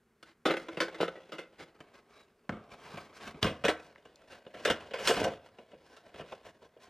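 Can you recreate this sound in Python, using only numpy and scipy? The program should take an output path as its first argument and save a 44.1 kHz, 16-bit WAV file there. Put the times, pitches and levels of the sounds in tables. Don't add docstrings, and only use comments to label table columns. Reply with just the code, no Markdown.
import sys
import numpy as np
from scipy import signal
from scipy.fft import rfft, irfft, next_fast_len
from scipy.io import wavfile

SR = 44100
rng = np.random.default_rng(int(sys.argv[2]) if len(sys.argv) > 2 else 0)


def pcm_store(signal):
    levels = np.round(np.clip(np.atleast_2d(signal), -1, 1) * 32767)
    wavfile.write(sys.argv[1], SR, levels.astype(np.int16).T)


N = 304103
CUTOFF_HZ = 15700
ON_DESK_S, SEATED_S = 1.7, 3.4


def from_db(db):
    return 10 ** (np.asarray(db) / 20)


def rms(x):
    return np.sqrt(np.mean(x ** 2) + 1e-24)


def at_hz(points, hz):
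    points = np.array(points)
    return np.interp(np.log(np.maximum(hz, 1)), np.log(points[:, 0]), points[:, 1])


def band(x, low, high, order=3):
    return signal.sosfilt(signal.butter(order, [low, high], "band", fs=SR, output="sos"), x)


def dying(t, t60):
    return np.exp(-np.log(1000) * t / max(t60, 1e-3))


def add(out, s, sound):
    start = max(round(s * SR), 0)
    out[start:start + len(sound)] += sound[:N - start]


def wander(per_s, t):
    knots = rng.standard_normal(len(t))
    return np.interp(t * per_s, np.arange(len(knots)), knots)


def coloured(x, spectrum, size=4096):
    level_db = at_hz(spectrum, np.arange(size // 2 + 1) * SR / size)
    cepstrum = irfft(np.log(from_db(level_db)))
    cepstrum[1:size // 2] *= 2
    cepstrum[size // 2 + 1:] = 0
    response = irfft(np.exp(rfft(cepstrum)))
    return signal.fftconvolve(x, response)[:len(x)]


# (per Hz, relative)
AIR_COLOUR = [(15, -43), (25, -10.5), (206, -7), (242, 1.5), (277, -18.5), (416, -1.5), (531, -22),
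              (1400, -17), (1700, -18), (3250, -31), (16000, -35)]
AIR_DB = -72


def still_air():
    air = coloured(rng.standard_normal(N), AIR_COLOUR)
    return from_db(AIR_DB) * air / rms(air)


# pitch_hz, t60_s
ROOM_T60 = [(80, 1), (300, 0.19), (1000, 0.51), (3000, 0.21), (7000, 0.15), (14000, 0.15)]


def room(x, wet_db, gap_s=0.0066):
    t = np.arange(int(.7 * SR)) / SR
    edges = np.geomspace(90, 16000, 10)
    echo = 0
    for low, high in zip(edges, edges[1:]):
        hz = np.sqrt(low * high)
        mid, side = band(rng.standard_normal((2, len(t))), low, high, order=2)
        build_up = 1 - np.exp(-(t / gap_s) ** 2)
        fade = dying(t, at_hz(ROOM_T60, hz)) * build_up
        width = min((hz / 9000) ** 2, 1)
        stereo = mid + width * side * np.array([[1], [-1]])
        echo = echo + stereo * fade / np.sqrt(np.sum(fade ** 2) * (1 + width ** 2))
    return from_db(wet_db) * signal.fftconvolve(x[None], echo, axes=1)[:, :N]


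def sideways(x, above_hz=4400, side_db=-8.0):
    side = band(x * wander(740, np.arange(N) / SR), above_hz, CUTOFF_HZ, order=2)
    return from_db(side_db) * side * np.array([[1], [-1]])


# pitch_hz, level_db (relative), t60_s
LOOSE_MODES = [(174.5, 9.5, 0.22), (325, 11.5, 0.18), (336, 0.5, 0.17), (410, -22, 0.29), (520.5, -9, 0.32),
               (528, 7.5, 0.72), (1382, 2, 0.053), (1315, 2.5, 0.024), (1500, 8.5, 0.15),
               (1930, -4.5, 0.26), (2084, 7, 0.032), (2650, 4, 0.103), (2860, 6.5, 0.051), (3470, 1, 0.077),
               (4680, -10, 0.13), (4950, 2, 0.041)]
# pitch_hz, level_db (relative), t60_s
FRAME_MODES = [(131.3, -4, 0.5), (214.3, 5, 0.44), (430, 7.5, 0.12), (602, -26, 0.29), (716, 8.5, 0.24),
               (1155, 14, 0.013), (1273, 15, 0.048), (1560, 13, 0.039), (2270, 8, 0.0057),
               (4100, -7, 0.076)]
# pitch_hz, level_db (relative), t60_s
SEATED_MODES = [(76.5, 7, 0.62), (209.3, 5.9, 0.4), (237, 0.7, 0.37), (315, 2.4, 0.24), (435.7, 4.3, 0.057),
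                (468, 2.6, 0.08), (527.6, 4.8, 0.031), (571, 4, 0.032), (644, 4.2, 0.033),
                (704, 7.6, 0.083), (952, 6.2, 0.053), (1041, 4.8, 0.056), (1335, 7.7, 0.11),
                (1538, 1.8, 0.086), (1542, 6.2, 0.25), (1691, 2.8, 0.069), (2510, 4.1, 0.056),
                (2860, 3.1, 0.027), (2853, 3.2, 0.067), (3370, 4, 0.25), (5220, 4.2, 0.034),
                (5770, 5.8, 0.08)]
# (per Hz, relative)
LOOSE_COLOUR = [(50, -35), (100, -19), (165, -8.5), (240, -10), (350, -4.5), (520, 3.5), (680, -7),
                (900, -15), (1350, -6.5), (2100, -10), (3400, -15.5), (4300, -22.5), (7000, -33.5),
                (11000, -40), (15500, -50)]
# (per Hz, relative)
BLOW_COLOUR = [(35, -16.5), (75, -11.5), (130, -7), (210, -5), (290, -5), (480, 4.5), (680, -2.5),
               (850, -8.5), (1500, -2.5), (2300, -5.5), (3250, -5.5), (4100, -15), (8000, -22.5),
               (11000, -30.5), (15500, -38)]


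def body_at(s):
    if s < ON_DESK_S:
        return LOOSE_MODES, LOOSE_COLOUR
    return FRAME_MODES if s < SEATED_S else SEATED_MODES, BLOW_COLOUR


def ringing_metal(x, modes, ring_db):
    out = x.copy()
    for hz, db, t60 in modes:
        r = dying(1 / SR, t60)
        poles = [1, -2 * r * np.cos(2 * np.pi * hz / SR), r * r]
        zeros = [(1 - r * r) / 2, 0, (r * r - 1) / 2]
        out += from_db(db + ring_db) * signal.lfilter(zeros, poles, x)
    return out


def unevenness(spread_db, step_hz=170):
    hz = np.arange(30, SR / 2, step_hz)
    level_db = spread_db * rng.standard_normal(len(hz)) * np.minimum(hz / 1100, 1)
    return np.column_stack([hz, level_db])


def travelling(force, t, spot_s=0.069):
    out = 0
    for s in np.arange(0, t[-1] + spot_s, spot_s):
        nearness = np.sqrt(np.maximum(1 - np.abs(t - s) / spot_s, 0))
        out = out + coloured(force * nearness, unevenness(3.0))
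    return out


# low_hz, high_hz
ZONES = [(35, 250), (250, 900), (900, 4000), (4000, 15800)]
# (per Hz, relative)
RUB_COLOUR = [(24, -24), (40, -11), (215, -8.5), (276, -6.5), (585, -5), (831, -11.5), (1090, -12.5),
              (1210, -17.5), (1520, -12.5), (4800, -20), (11600, -35.5), (14500, -39.5), (16000, -62)]
# level_db at hardness 0, change_db per dB of hardness
RUB_SHARES = [(-12, 0.17), (0, -0.52), (-4, 0.68), (-15.5, 1.0)]


def friction(s, t, hardness_db, grain_db, judder_db, ring_db):
    grain = from_db(grain_db * np.minimum(rng.exponential(1, len(t)), 5))
    judder = from_db(judder_db * wander(150, t))
    catches = rng.standard_normal(len(t)) * grain * judder
    force = travelling(coloured(catches, RUB_COLOUR), t)
    modes, _ = body_at(s)
    rub = ringing_metal(force, modes, ring_db)
    out = 0
    for (low, high), (db, slope) in zip(ZONES, RUB_SHARES):
        part = band(rub, low, high)
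        out = out + from_db(db + slope * hardness_db) * part / rms(part)
    return out


# time_s, level_db (before the trim below)
CHAFE = [(0, -82), (.43, -86), (.55, -56), (.97, -53.5), (1.25, -60), (1.52, -70), (1.8, -65),
         (2.03, -66.5), (2.42, -76.5), (2.7, -63.5), (3.7, -58), (4.0, -67.5), (4.5, -62), (4.72, -46.5),
         (4.9, -60), (5.25, -38.5), (5.42, -66.5), (6.3, -62), (6.74, -74), (6.9, -59.5)]
CHAFE_TRIM_DB, CHAFE_HARDNESS_DB = 0.5, -1.0


def chafing(fidget_db=2.0, fidget_per_s=25):
    out = np.zeros(N)
    changes = [0, ON_DESK_S, SEATED_S, N / SR]
    for start, end in zip(changes, changes[1:]):
        t = np.arange(int((end - start) * SR)) / SR
        held_db = CHAFE_TRIM_DB + np.interp(start + t, *np.transpose(CHAFE))
        level_db = held_db + fidget_db * wander(fidget_per_s, t)
        rub = friction(start, t, CHAFE_HARDNESS_DB, grain_db=3.5, judder_db=3.0, ring_db=-9.5)
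        add(out, start, from_db(level_db) * rub)
    return out


RING_DB = -4.5
KNOCK_RISE_S = 0.0009
# (dB at hardness 0, dB per dB of hardness)
KNOCK_PANEL, KNOCK_CLANG, KNOCK_TICK = (-1.75, -0.28), (-5, 0.34), (-18.5, 1.0)


def blow(s, strength_db, hardness_db, thump_db, t60, thump_trim_db=-4.0,
         linger=(1.1, 1.15, 1.1, 1.1), crack=5.0, buzz_db=1.5):
    t = np.arange(SR // 3) / SR
    attack = t < .025
    modes, colour = body_at(s)
    rise = 1 - np.exp(-t / KNOCK_RISE_S)
    buzz = rng.standard_normal(len(t)) * from_db(buzz_db * wander(903, t)) * rise
    buzz[0] = crack
    force = coloured(coloured(buzz, colour), unevenness(3.8))
    shares = [thump_db + thump_trim_db]
    shares += [db + slope * hardness_db for db, slope in (KNOCK_PANEL, KNOCK_CLANG, KNOCK_TICK)]
    out = 0
    for (low, high), db, stretch in zip(ZONES, shares, linger):
        part = band(ringing_metal(force * dying(t, t60 * stretch), modes, RING_DB), low, high)
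        out = out + from_db(strength_db + db) * part / rms(part[attack])
    return out


TICKS_PER_S, TICK_OVER_CHAFE_DB, TICK_HARDNESS_DB = 7, -0.5, 2
TICK_THUMP_DB, TICK_T60_S = -12.0, 0.035


def ticks(spread_db=4.0):
    out = np.zeros(N)
    waits_s = rng.uniform(.2, 1.8, size=120) / TICKS_PER_S
    for s, luck in zip(np.cumsum(waits_s), rng.standard_normal(len(waits_s))):
        if s < N / SR:
            db = np.interp(s, *np.transpose(CHAFE)) + TICK_OVER_CHAFE_DB + spread_db * luck
            add(out, s, blow(s, db, TICK_HARDNESS_DB, TICK_THUMP_DB, TICK_T60_S))
    return out


STROKE_ARCH = 0.75


def arch(t):
    return np.abs(np.sin(np.pi * t / t[-1])) ** STROKE_ARCH


SQUEAK_S, SQUEAK_LENGTH_S = 2.13, 0.123
SQUEAK_HZ, SQUEAK_WIDTH_HZ, SQUEAK_DB = 3890, 160, -69


def squeak():
    out = np.zeros(N)
    t = np.arange(int(SQUEAK_LENGTH_S * SR)) / SR
    low, high = SQUEAK_HZ - SQUEAK_WIDTH_HZ / 2, SQUEAK_HZ + SQUEAK_WIDTH_HZ / 2
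    tone = band(rng.standard_normal(len(t)), low, high, order=2)
    add(out, SQUEAK_S, from_db(SQUEAK_DB) * arch(t) * tone / rms(tone))
    return out


# start_s, length_s, level_db (before arch and shares), hardness_db
STROKES = [(0.242, .1, -63, 6), (0.54, 0.11, -52, 4.5), (1.58, 0.071, -50, 3.5), (1.921, 0.095, -62, 5.5),
           (2.089, 0.17, -64, 8), (2.698, 0.067, -53, 3.5), (2.759, 0.33, -52, 5), (3.13, 0.079, -62.5, 15),
           (3.191, .14, -47.5, 5.5), (3.414, 0.02, -50, 9), (3.761, 0.14, -69, 15), (4.27, .13, -53, 3.5),
           (4.551, 0.21, -52, 4), (4.82, 0.1, -55.5, -0.5), (4.968, 0.21, -49.5, 16),
           (5.052, 0.021, -42, 14.5), (5.08, 0.17, -39, 4.5), (5.444, 0.037, -57, 2),
           (5.826, 0.21, -74.5, 18), (6.04, .07, -63.5, 2.5), (6.16, 0.067, -53, 2.5),
           (6.248, 0.13, -58, 5), (6.428, 0.088, -52.5, 1.5), (6.61, 0.07, -57, -1),
           (6.797, 0.088, -64.5, 13)]


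def strokes():
    out = np.zeros(N)
    for s, length_s, db, hardness_db in STROKES:
        t = np.arange(int(length_s * SR)) / SR
        rub = friction(s, t, hardness_db, grain_db=3.0, judder_db=2.5, ring_db=-6.5)
        add(out, s, from_db(db) * arch(t) * rub)
    return out


# start_s, peak_db, pitch_hz (middle of five tones), t60_s
SNAPS = [(0.8035, -19, 2600, .03), (1.004, -23, 430, .02), (1.0312, -16, 440, .015),
         (2.4935, -22, 1500, .014), (3.4292, -14, 3300, .014), (3.959, -42, 1500, .012),
         (4.158, -45, 5000, .012), (5.0745, -17, 3000, .015), (5.2165, -20, 520, .02),
         (6.324, -32, 750, .03)]


def snaps(spread=0.339):
    out = np.zeros(N)
    t = np.arange(SR // 20) / SR
    for s, db, hz, t60 in SNAPS:
        partials = hz * np.exp(spread * np.linspace(-1, 1, 5))
        tones = sum(np.sin(2 * np.pi * (f * t + rng.random())) for f in partials)
        pulse = band(dying(t, t60) * tones, hz / 2, min(hz * 4, CUTOFF_HZ), order=2)
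        add(out, s, from_db(db) * pulse / np.abs(pulse).max())
    return out


# start_s, strength_db, hardness_db, thump_db (of the desk, over the strength), t60_s (of the ring)
KNOCKS = [(0.2277, -53.5, 12.5, -10, 0.041), (0.454, -27.5, -3, -9.5, 0.13),
          (0.4565, -25.5, 2.5, -20, 0.16), (0.4987, -30, -8, -5, 0.055), (0.5075, -29.5, 2, -31, 0.099),
          (0.5393, -33.5, -4.5, -28.5, 0.03), (0.5686, -36, 1.5, -23.5, 0.043),
          (0.685, -40.5, -2, -32, 0.058), (0.7715, -36.5, -1.5, -5, 0.073), (0.8032, -27.5, 7.5, -21, 0.13),
          (0.8818, -42, -1, -30, 0.057), (0.9451, -44.5, 4.5, -27, 0.066), (1.0029, -33, -11, -5, .1),
          (1.0087, -33.5, 8, -12, 0.11), (1.0304, -35.5, 2.5, -15, 0.12), (1.08, -36.5, -1, -13, 0.046),
          (1.1543, -48, -4, -19, .13), (1.32, -41, 4, -10.5, 0.16), (1.383, -40, 4, -19, 0.14),
          (1.6051, -50.5, 4, -12, 0.12), (1.8045, -51.5, 4, -2, 0.038), (2.4924, -37.5, -6, 5, 0.06),
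          (2.5204, -45, -6.5, 6, 0.3), (2.9396, -52.5, -22, 10.5, .2), (2.9729, -42.5, 2.5, -20, .07),
          (3.267, -55.5, -10, 10.5, 0.2), (3.3441, -54, -5, 8.5, 0.087), (3.4268, -30, 5, 3, 0.08),
          (3.4407, -27.5, 0, 3.5, .19), (3.4613, -33.5, -0.5, -6, .22), (3.639, -28.5, -3.5, -3.5, .12),
          (3.65, -25.5, 2.5, -30, 0.092), (3.6821, -24, -0.5, -15, 0.066), (3.6903, -29.5, 5, -37, 0.11),
          (4.0539, -53.5, -1, -4.5, 0.045), (4.4649, -49, -13.5, -1.5, 0.047), (4.5407, -46, -2, -9, .14),
          (4.6505, -25.5, 6, -19, 0.094), (4.6743, -29.5, -0.5, -17, 0.17), (4.7, -24.5, 4.5, -8, 0.085),
          (4.8054, -50, 2, -9, 0.058), (4.91, -44.5, -6, -10, 0.059), (4.9358, -33.5, -1, -19, 0.19),
          (4.9864, -40, 3.5, -13, 0.37), (5.073, -27, 15.5, -18, 0.18), (5.0903, -29.5, -17, -6.5, 0.12),
          (5.108, -28, -4, -19, 0.051), (5.1681, -35, 3, 0, 0.053), (5.1999, -42, 12, 4, 0.041),
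          (5.2153, -41, -22, 6, .11), (5.2412, -32.5, 8, -10, 0.051), (5.2522, -35.5, -28.5, -17, 0.095),
          (5.2707, -40.5, -18, 2, 0.17), (5.5853, -51, -6.5, -6, 0.077), (5.7321, -54.5, -18, 0, 0.12),
          (5.9662, -56.5, 10.5, -30, 0.065), (6.1423, -50, -2, 0, 0.053), (6.195, -43, -6.5, -2.5, 0.15),
          (6.322, -43, -6, -16, 0.044), (6.7654, -64, -31, -18, 0.059)]


def knocks():
    out = np.zeros(N)
    for s, strength_db, hardness_db, thump_db, t60 in KNOCKS:
        add(out, s, blow(s, strength_db, hardness_db, thump_db, t60))
    return out


def scene():
    handling = chafing() + ticks() + squeak() + strokes() + snaps() + knocks()
    return still_air() + room(handling, wet_db=-13.5) + handling + sideways(handling)


# pitch_hz, lag_radians
PORT_PHASE = [(0, 0), (1300, .09), (2400, .2), (4400, .42), (6900, .7), (9100, 1.05), (13400, 1.75),
              (15500, 2.4)]


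def record(dry):
    size = next_fast_len(N + 64)
    spectrum = rfft(dry[1], size)
    hz = np.arange(len(spectrum)) * SR / size
    lag = np.interp(hz, *np.transpose(PORT_PHASE))
    right = irfft(spectrum * np.exp(-1j * lag), size)[:N]
    top_cut = signal.ellip(10, .1, 80, CUTOFF_HZ, fs=SR, output="sos")
    return signal.sosfilt(top_cut, np.array([dry[0], right]))


dry = scene()
out = record(dry)
pcm_store(out)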